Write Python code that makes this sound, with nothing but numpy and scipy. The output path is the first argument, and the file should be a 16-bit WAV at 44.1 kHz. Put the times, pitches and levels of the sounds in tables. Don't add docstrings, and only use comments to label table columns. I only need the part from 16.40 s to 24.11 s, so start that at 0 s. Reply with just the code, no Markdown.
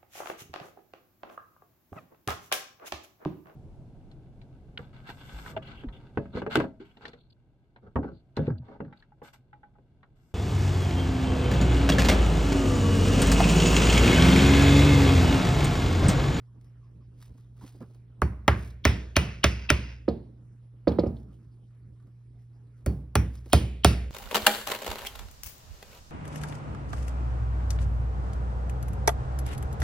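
import sys
import numpy as np
from scipy import signal
from scipy.fft import rfft, irfft, next_fast_len
from scipy.io import wavfile
from scipy.ndimage import uniform_filter1d, map_coordinates

SR = 44100
rng = np.random.default_rng(int(sys.argv[2]) if len(sys.argv) > 2 else 0)


def file_out(sig):
    cols = np.atleast_2d(sig).T
    lim = np.clip(cols, -1, 1)
    pcm = np.round(lim * 32767).astype(np.int16)
    wavfile.write(sys.argv[1], SR, pcm)


N = 339966

# start_s, load_steps (delay until the wood takes the load, in LOAD_STEP_S), tone_hz (block),
# crack_hz (wood), bite_hz (nail), crack_db, tone_db, block_db, bench_db, bite_db, clink_db (face),
# steel_db (treble), low_ring_db and high_ring_db (head), room_db (re blow)
BLOWS = [(1.8180, 1.4, 430, 1160, 1820, -11, -26, -21.5, -14, -34, -34, -27, -51.5, -54, -30.5),
         (2.0791, 0.57, 660, 1284, 1873, -6, -15, -11, -13, -12.5, -18.5, -20, -54, -51.5, -27),
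         (2.4517, 0.46, 652, 1330, 2130, -17.5, -18, -14, -12, -12.5, -12, -18.5, -46, -45, -22),
         (2.7653, 0.76, 648, 1276, 2410, -15.5, -19, -13.5, -14.5, -13, -12, -16.5, -52, -49, -24),
         (3.041, 1.2, 650, 1320, 2420, -16.5, -17.5, -12, -14, -12.5, -10.5, -15.5, -63, -48, -27),
         (3.302, 0.82, 602, 1362, 2371, -18.5, -15.5, -11.5, -14.5, -12.5, -10, -16, -54, -50.5, -27.5),
         (6.4615, 1.4, 560, 1404, 1850, -33, -26, -33.5, -15, -37, -38.5, -26.5, -50.5, -59.5, -30.5),
         (6.7540, 0.83, 800, 1007, 2045, -17, -19.5, -19.5, -12, -19.5, -21, -14.5, -55, -38, -25.5),
         (7.131, 1.2, 704, 1176, 3590, -13, -10.5, -9.5, -9.5, -12.5, -24, -8, -43, -52, -28),
         (7.446, 1.1, 713, 1236, 3430, -11.5, -9.5, -9.5, -9.5, -13, -15.5, -8, -38.5, -35, -26)]
LOAD_STEP_S, CRACK_RISE_S, BLOCK_TONE_T60_S = 0.00091, 0.0009, 0.038
ROOM_CRACK_DB, ROOM_STEEL_DB, ROOM_BLOCK_DB, ROOM_CLINK_DB, ROOM_TONE_DB = -2.5, -10, 5, -5.5, 0.5
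# start_s, length_s, first_hz, level_db
LEAD_TONES = [(2.4405, .008, 3140, -34), (2.7562, .0075, 2658, -24.5), (3.032, .007, 2780, -22.5),
              (3.29, .0125, 2565, -18), (7.1224, .006, 3077, -30.5), (7.435, .007, 2910, -31)]
TONE_GLIDE, TONE_SWELL_DB, TONE_NOISE_DB = 1.1, 10, -5
# frequency_hz, level_db (per Hz)
STEEL_SPECTRUM = [(6000, -23), (7000, -5.5), (9500, -3.5), (12000, -12), (15500, -6), (16300, -25.5),
                  (17000, -36.5)]
FACE_HZ, FACE_DB, FACE_T60_S = 9680, -12, 0.005
# frequency_hz, t60_s
HEAD_MODES = [(4511, 0.18), (5740, 0.21), (6800, .12)]
HEAD_TOP_DB = -5.5
# frequency_hz, level_db (relative), t60_s
BLOCK_MODES = [(279, 5, 0.025), (350.1, -4, 0.067), (570, -3.5, 0.05), (1360, -12, 0.072),
               (2470, -17.5, 0.051), (3150, -21.5, 0.032)]
# frequency_hz, level_db (relative), t60_s
BENCH_MODES = [(50, -28, 0.21), (61.97, -7.5, 1), (74.42, 7.5, 0.16), (84.2, -18.5, 0.95), (100, -30, 0.56),
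               (108.37, -6, 0.43), (137, -6, 0.21), (155.75, -15, 0.18), (171, -25, .25),
               (180.2, -12.5, 0.36), (203, -19, 0.67), (221, -7, 0.055), (317, -29, 0.08),
               (348.9, -10, 0.17), (410.1, -6, 0.099)]
# frequency_hz, level_db (per Hz)
THUD_SPECTRUM = [(30, -32), (60, 2.5), (150, 5.5), (300, -6.5), (600, -21.5), (1200, -34.5), (2500, -51.5)]

# start_s, hold_s, level_db (rms before sag and rise)
RATTLES = [(2.085, .15, -57), (2.46, .15, -51), (2.775, .18, -47.5), (3.05, .2, -44.5), (3.31, .22, -45.5)]
RATTLE_SAG_DB_PER_S, RATTLE_FALL_DB_PER_S, RATTLE_GRAIN_DB = 35, 169, 2.5
# frequency_hz, level_db (per Hz)
RATTLE_SPECTRUM = [(300, -40.5), (600, -9.5), (1100, -7.5), (1500, -5), (1800, -1.5), (2300, 1.5),
                   (2650, 0.5), (3000, -8.5), (4100, -12.5), (5100, -8), (6200, -14.5), (7200, -40.5)]
RATTLE_PEAKS_DB, RATTLE_PEAK_HZ = 4, 45

# start_s, knock_db, bench_db, edge_db (edge of the contact) and
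# claw_db (claw rattle), these three re knock, claw_hz
KNOCKS = [(3.680, -10.5, -14, -24.5, -24.5, 4300), (4.472, -6.5, -15.5, -20.5, -25, 4364),
          (4.512, -25.5, -2.5, -27, -19.5, 3300), (4.586, -9.5, -16, -20, -27.5, 4350),
          (4.634, -16.5, -18.5, -28, -43.5, 4600), (4.661, -22.5, -3.5, -22.5, -33, 5200),
          (4.7, -35, -1, -38, -42, 4540), (4.761, -48, -3, -27.5, -9, 3610)]
# frequency_hz, level_db (relative), t60_s
LAID_MODES = [(183, -9.5, 0.19), (228.5, -13.5, 0.33), (311.8, 6, 0.043), (369.6, -7.5, 0.05),
              (463, -14, 0.24), (487, -5, 0.07), (560, 1.5, 0.046), (659, -24.5, 0.13), (737, -23.5, 0.17),
              (900, -19.5, 0.016), (968, -30, 0.14), (1227, -22.5, 0.078)]
KNOCK_RISE_S, CLAW_AFTER_S = .0016, .007

# start_s, tick_db, thump_db (re tick), tap_db (woody, re tick)
TICKS = [(0.211, -62, -16, -15), (0.2442, -62.5, -18.5, -11), (0.9448, -71, 22.5, -10),
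         (0.982, -69, -20, 6), (1.17, -62, -17, -8), (1.2118, -58.5, 10, 3), (1.226, -58.5, 16.5, -10),
         (1.2348, -55, 16.5, -11), (1.343, -73, 25, -9), (1.3574, -62, 6, -9), (1.4044, -67.5, 30.5, 0),
         (1.4163, -60, 23.5, 10), (1.424, -56.5, 14, 4), (1.4975, -71, 21.5, -10), (1.546, -57.5, 1, -10),
         (5.348, -74.5, 0, 2), (5.5995, -71, 6, 5.5), (5.6699, -67, 11, -1), (6.3801, -75, 8, -6),
         (7.0584, -51.5, 10.5, -11.5)]
FAINT_DB, FAINT_THUMP_DB, FAINT_TAP_DB = -78, 5.5, 1.5
FAINT_SCATTER_DB = 2.5
# frequency_hz, level_db (per Hz)
SKIN_SPECTRUM = [(350, -27), (700, -2), (2500, -6.5), (5000, -6), (10000, -10.5), (15500, -13),
                 (16300, -35), (17000, -52)]
# start_s, hold_s, level_db (rms while held)
STROKES = [(0.825, 0.0065, -61), (0.987, .01, -73.5), (1.213, 0.013, -67), (1.273, 0.011, -60.5),
           (1.353, 0.19, -78.5), (2.187, 0.09, -60), (4.774, 0.033, -74.5), (4.93, 0.0086, -77),
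           (5.036, 0.0096, -83.5), (5.14, 0.009, -85), (6.007, 0.015, -81), (6.145, 0.019, -86.5),
           (6.388, 0.0066, -77.5), (6.949, 0.013, -63), (7.107, 0.038, -59.5)]
RISE_DB_PER_S, FALL_DB_PER_S = 352, 246.5
GRAIN_DB = 3.5
# start_s, length_s, pitch_hz, level_db (rms at its height)
SQUEAK = (1.33, .12, 4800, -80)
# start_s, length_s, pitch_hz, level_db (rms before shaping)
SCUFFS = [(.07, .05, 1050, -75), (0.241, 0.045, 1150, -81), (.245, .08, 5300, -83), (0.408, .07, 1100, -72),
          (.43, .07, 5000, -86), (.605, 0.044, 1100, -75), (.61, 0.065, 5000, -86), (1.168, .04, 1200, -74),
          (1.207, 0.047, 950, -60), (1.72, .025, 1300, -76), (2.3, 0.017, 3900, -64), (2.3, .02, 5400, -70),
          (4.878, 0.076, 1250, -74), (4.925, 0.033, 3005, -78.5), (5.0, 0.076, 1000, -82),
          (5.11, .04, 4790, -83), (5.345, 0.048, 1693, -82.5), (5.421, 0.054, 1300, -81),
          (5.553, .05, 1050, -83), (5.952, 0.084, 698, -78), (5.971, .08, 1996, -85),
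          (6.001, .04, 5320, -86), (6.127, .06, 5000, -83.5), (6.142, 0.089, 780, -79.5),
          (6.17, .07, 1698, -85.5), (6.331, 0.083, 1404, -81), (6.973, .02, 5200, -64)]
SCUFF_WIDTH = 0.13

# (per Hz, relative)
AIR_SPECTRUM = [(15, -58.5), (30, -20), (52, -7), (62, -2.5), (85, -11), (150, -12.5), (260, -19),
                (430, -26.5), (560, -34), (850, -38.5), (1300, -41), (2500, -48), (5000, -55),
                (10000, -56.5), (15700, -69.5), (16200, -92.5)]
AIR_DB = -57
# pitch_hz, level_db (rms)
HUM = [(59.6, -70), (119.3, -50.5)]
# frequency_hz, t60_s
ROOM_DECAY = [(100, 0.93), (400, 0.46), (1000, 0.27), (1600, 0.4), (2300, 0.32), (3500, 0.39), (5000, 0.28),
              (7000, 0.36), (14000, 0.16)]
# frequency_hz, level_db
ROOM_COLOUR = [(100, 5), (500, -5.5), (1000, -0.5), (1600, -4.5), (2300, 2), (3200, -3), (4200, -4),
               (5100, -5), (7000, -11), (11000, 0.5), (16000, 4)]
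LATE_DB, LATE_LONGER = -10, 1.836
ROOM_UNEVEN_DB = 2.5
# frequency_hz, likeness (left-right correlation, 0 to 1)
LIKENESS = [(100, .99), (300, .85), (700, .35), (2000, .4), (4000, .6), (6000, .99)]
# frequency_hz, left_lead_rad
LEFT_LEAD = [(0, 0), (550, -.4), (1100, .3), (1800, 0), (2700, 1.5), (3400, .8), (5200, .6), (7200, np.pi),
             (16500, 4 * np.pi)]
# frequency_hz, left_minus_right_db
LEFT_TILT = [(30, -.7), (125, -1.6), (250, -3), (550, -5.5), (1100, -1.8), (2000, -.5), (4400, -1),
             (5300, 1.5), (7000, .3)]
TOP_HZ = 17000
CEILING, KNEE = .95, 6


def blows():
    out, t = np.zeros((2, N + 2 * SR)), np.arange(SR // 2) / SR
    wood = lambda f: hump(f, 1024, 0.6)
    clink = lambda f: hump(f, 5600, 0.26)
    steel = lambda f: amp(along(STEEL_SPECTRUM, f))
    block = lambda f: hump(f, 436, 0.38)
    swell = 1 - np.exp(-(t / CRACK_RISE_S) ** 2)
    for start, length, first_hz, lead_db in LEAD_TONES:
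        add(out, start, amp(lead_db) * lead_tone(first_hz, length))
        add(out, start + length, amp(lead_db - 19.5) * room(lambda f: spike(f, first_hz, 45)))
    for start, load_steps, tone_hz, crack_hz, bite_hz, *levels_db in BLOWS:
        crack_db, tone_db, block_db, bench_db, bite_db, clink_db, steel_db, *head_db, room_db = levels_db
        bite = lambda f: hump(f, bite_hz * 0.8, 0.74)
        tone = lambda f: hump(f, tone_hz, 0.16)

        rebound = np.roll(burst(t, 0.052, steel), round(0.0037 * SR))
        spark = burst(t, 0.01, steel) + amp(-17.0) * rebound
        spark += amp(FACE_DB) * ring([(FACE_HZ, 0, FACE_T60_S)], t, 0)
        add(out, start, amp(steel_db) * spark + head(t, head_db))

        nail = ring([(bite_hz, 0, .015)], t, 1.5)
        nail += amp(6.5) * burst(t, 0.025, bite) + amp(-7.5) * burst(t, 0.17, bite)
        add(out, start + 0.0006, amp(bite_db) * nail + amp(clink_db) * burst(t, 0.021, clink))

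        crack = 1.8 * swell * ring([(crack_hz, 0, .009)], t, 1.5)
        crack += amp(-6.5) * burst(t, 0.057, wood, attack=0.001)
        body = amp(block_db) * ring(BLOCK_MODES, t, 1.3, travel=0.016) + amp(bench_db) * bench(t)
        body += amp(tone_db) * ring([(tone_hz, 0, BLOCK_TONE_T60_S)], t, 1, travel=0.04)
        add(out, start + load_steps * LOAD_STEP_S, amp(crack_db) * crack + body)

        weights = amp([crack_db + ROOM_CRACK_DB, bite_db, clink_db + ROOM_CLINK_DB,
                       steel_db + ROOM_STEEL_DB, block_db + ROOM_BLOCK_DB, tone_db + ROOM_TONE_DB])
        parts = wood, bite, clink, steel, block, tone
        answer = room(lambda f: sum(w * part(f) for w, part in zip(weights, parts)))
        add(out, start, amp(room_db) * np.linalg.norm(weights) * answer)
    return out[:, :N]


def lead_tone(first_hz, length):
    u = np.linspace(0, 1, round(length * SR))
    tone = np.sin(2 * np.pi * np.cumsum(first_hz * TONE_GLIDE ** u) / SR)
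    noise = rng.standard_normal(len(u))
    narrow_noise = unit(filtered(noise, lambda f: spike(f, first_hz * TONE_GLIDE, 120)))
    swell = amp(-TONE_SWELL_DB * (1.0 - u)) * np.minimum(8 * u, 1)
    return swell * (tone + amp(TONE_NOISE_DB) * narrow_noise)


def head(t, levels_db):
    all_db = [*levels_db, levels_db[0] + HEAD_TOP_DB]
    return sum(amp(db - 60 * t / t60) * np.sin(2 * np.pi * hz * t)
               for (hz, t60), db in zip(HEAD_MODES, all_db))


def bench(t):
    loose = burst(t, 0.45, lambda f: amp(along(THUD_SPECTRUM, f)), attack=0.0017)
    return -ring(BENCH_MODES, t, 1.2, travel=0.0698) + amp(-6.5) * loose


def rattles():
    out, t = np.zeros((2, N + SR)), np.arange(SR // 2) / SR
    knots_db = RATTLE_PEAKS_DB * rng.standard_normal(2000)
    peaks_db = lambda f: map_coordinates(knots_db, [f / RATTLE_PEAK_HZ])
    colour = lambda f: amp(along(RATTLE_SPECTRUM, f) + peaks_db(f))
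    for start, hold, db in RATTLES:
        grain = amp(RATTLE_GRAIN_DB * wander(len(t), 100))
        buzz = unit(filtered(grain * diffuse(rng.standard_normal((2, len(t)))), colour))
        level_db = db - RATTLE_SAG_DB_PER_S * t - RATTLE_FALL_DB_PER_S * np.maximum(t - hold, 0)
        add(out, start, amp(level_db) * np.minimum(t / .02, 1) * buzz)
    return out[:, :N]


def knocks():
    out, t = np.zeros((2, N + 2 * SR)), np.arange(SR // 2) / SR
    dull = lambda f: amp(along(THUD_SPECTRUM, f / 2.5))
    rise = 1 - np.exp(-(t / KNOCK_RISE_S) ** 2)
    for start, db, bench_db, edge_db, claw_db, claw_hz in KNOCKS:
        bright = lambda f: spike(f, claw_hz, 100)
        wood = rise * ring(LAID_MODES, t, 0.71, travel=0.015)
        wood += amp(-11.5) * burst(t, 0.074, dull, attack=0.00095)
        edge = burst(t, 0.012, lambda f: spike(f, 1300, 60), attack=0.00076)
        edge += amp(-12) * burst(t, .12, lambda f: hump(f, 2200, .6))
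        add(out, start, amp(db) * (wood + amp(edge_db) * edge + amp(bench_db) * bench(t)))
        add(out, start, amp(db - 25.5) * room(lambda f: dull(f) + amp(-7.5) * hump(f, 700, .3)))
        claw = burst(t, 0.05, bright) + amp(-13.0 - 60 * t / 0.052) * np.sin(2 * np.pi * 4250 * t)
        add(out, start + CLAW_AFTER_S, amp(db + claw_db) * claw)
        add(out, start + CLAW_AFTER_S, amp(db + claw_db - 27.0) * room(bright))
    return out[:, :N]


def ticks():
    out, t = np.zeros((2, N + 2 * SR)), np.arange(SR // 4) / SR
    soft = lambda f: amp(along(THUD_SPECTRUM, f / 1.7))
    for start, db, thump_db, tap_db in [*TICKS, *faint_ticks(count=45)]:
        thump = burst(t, 0.085, soft, attack=0.0047)
        tap = burst(t, 0.1, lambda f: spike(f, 1200, 40))
        tick = burst(t, 0.04, skin) + amp(thump_db) * thump + amp(tap_db) * tap
        add(out, start, amp(db) * tick)
        add(out, start, amp(db - 20.5) * room(skin))
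    return out[:, :N]


def faint_ticks(count):
    when = rng.random(count) * N / SR
    scatter_db = FAINT_SCATTER_DB * rng.standard_normal((count, 3))
    return np.column_stack([when, scatter_db + [FAINT_DB, FAINT_THUMP_DB, FAINT_TAP_DB]])


def strokes():
    now = np.arange(N) / SR
    level = 0
    for start, hold, db in STROKES:
        rise_db = RISE_DB_PER_S * np.maximum(start - now, 0)
        fall_db = FALL_DB_PER_S * np.maximum(now - start - hold, 0)
        level = level + amp(db - rise_db - fall_db)
    grain = amp(GRAIN_DB * wander(N, 150))
    return level * unit(grain * filtered(rng.standard_normal(N), skin))


def squeak():
    start, length, hz, db = SQUEAK
    noise = unit(filtered(rng.standard_normal(N), lambda f: spike(f, hz, 6)))
    phase = np.clip((np.arange(N) / SR - start) / length, 0, 1)
    return amp(db) * np.sqrt(np.sin(np.pi * phase).clip(0)) * noise


def skin(f):
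    return amp(along(SKIN_SPECTRUM, f))


def scuffs():
    out = np.zeros((2, N + SR))
    for start, length, hz, db in SCUFFS:
        u = np.linspace(0, 1, round(length * SR))
        noise = unit(filtered(rng.standard_normal(len(u)), lambda f: hump(f, hz, SCUFF_WIDTH)))
        add(out, start, amp(db) * np.minimum(6 * u, 1) * np.sqrt(1 - u) * noise)
    return out[:, :N]


def workshop():
    z = signal.stft(diffuse(rng.standard_normal((2, N))), nperseg=512)[2]
    patches = smooth(rng.standard_normal(z.shape[1:]), bands=12, frames=10)
    patchy = signal.istft(z * amp(2.9 * unit(patches)), nperseg=512)[1][:, :N]
    air = unit(filtered(patchy, lambda f: amp(along(AIR_SPECTRUM, f))))
    t = np.arange(N) / SR
    waver_db = .4 * wander(N, SR // 4)
    hum = sum(np.sqrt(2) * amp(db + waver_db) * np.sin(2 * np.pi * hz * t) for hz, db in HUM)
    return amp(AIR_DB) * air + hum


def room(colour):
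    hz, t, z = signal.stft(diffuse(rng.standard_normal((2, SR))), SR, nperseg=256)
    uneven = unit(smooth(rng.standard_normal(z.shape[1:]), bands=2, frames=70))
    fall_db = -60 * t / along(ROOM_DECAY, hz)[:, None]
    decay = np.hypot(amp(fall_db), amp(LATE_DB + fall_db / LATE_LONGER))
    tail = signal.istft(z * amp(ROOM_UNEVEN_DB * uneven) * decay, SR, nperseg=256)[1]
    tail = filtered(tail, lambda f: colour(f) * amp(along(ROOM_COLOUR, f)))
    u = np.arange(tail.shape[1]) / SR
    build_up = 1 - np.exp(-u / 0.005)
    return build_up * tail / np.std(tail[:, :1024])


def diffuse(pair):
    turn = lambda hz: np.arccos(np.clip(along(LIKENESS, hz), -1, 1)) / 2
    mid, side = filtered(pair, lambda hz: np.array([np.cos(turn(hz)), np.sin(turn(hz))]))
    return np.array([mid + side, mid - side])


def ring(modes, t, scatter_db, travel=0.0):
    hz, db, t60 = np.transpose(modes)[:, :, None]
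    u = np.maximum(t - travel / np.sqrt(hz), 0)
    sense = (-1.) ** np.arange(len(hz))[:, None]
    level = sense * amp(db + scatter_db * rng.standard_normal(hz.shape) - 60 * u / t60)
    onset = 1 - np.exp(-u * hz * 3)
    x = (level * np.sin(2 * np.pi * hz * u) * onset).sum(axis=0)
    return x / np.abs(x).max()


def burst(t, t60, colour, attack=0.000099):
    noise = filtered(rng.standard_normal(len(t)), colour)
    x = noise * amp(-60 * t / t60) * (1 - np.exp(-t / attack))
    return x / np.abs(x).max()


def hump(f, hz, width):
    return np.exp(-(np.log((f + 1) / hz) / width) ** 2)


def spike(f, hz, hz_per_db):
    return amp(-abs(f - hz) / hz_per_db)


def wander(length, step):
    return map_coordinates(rng.standard_normal(length // step + 4), [np.arange(length) / step])


def smooth(field, bands, frames):
    return uniform_filter1d(uniform_filter1d(field, size=bands, axis=0), size=frames, axis=1)


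def filtered(x, response):
    m = next_fast_len(x.shape[-1] + 4096)
    return irfft(rfft(x, m) * response(np.fft.rfftfreq(m, 1 / SR)), m)[..., :x.shape[-1]]


def along(points, hz):
    f, v = np.transpose(points)
    return np.interp(np.log(hz + 1), np.log(f + 1), v)


def amp(db):
    return 10 ** (np.asarray(db) / 20)


def unit(x):
    return x / np.sqrt(np.mean(x ** 2) + 1e-20)


def add(out, start, x):
    i = round(start * SR)
    out[:, i:i + x.shape[-1]] += x


def scene():
    fingers = ticks() + strokes() + squeak()
    return blows() + rattles() + knocks() + fingers + scuffs() + workshop()


def record(dry):
    sides = np.array([[.5], [-.5]])
    tilt = lambda f: amp(sides * along(LEFT_TILT, f))
    lead = lambda f: np.exp(1j * sides * np.interp(f, *np.transpose(LEFT_LEAD)))
    ports = filtered(dry, lambda f: tilt(f) * lead(f))
    rounded = ports / (1 + np.abs(ports / CEILING) ** KNEE) ** (1 / KNEE)
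    return filtered(rounded, lambda f: f < TOP_HZ)


dry = scene()
out = record(dry)
file_out(out)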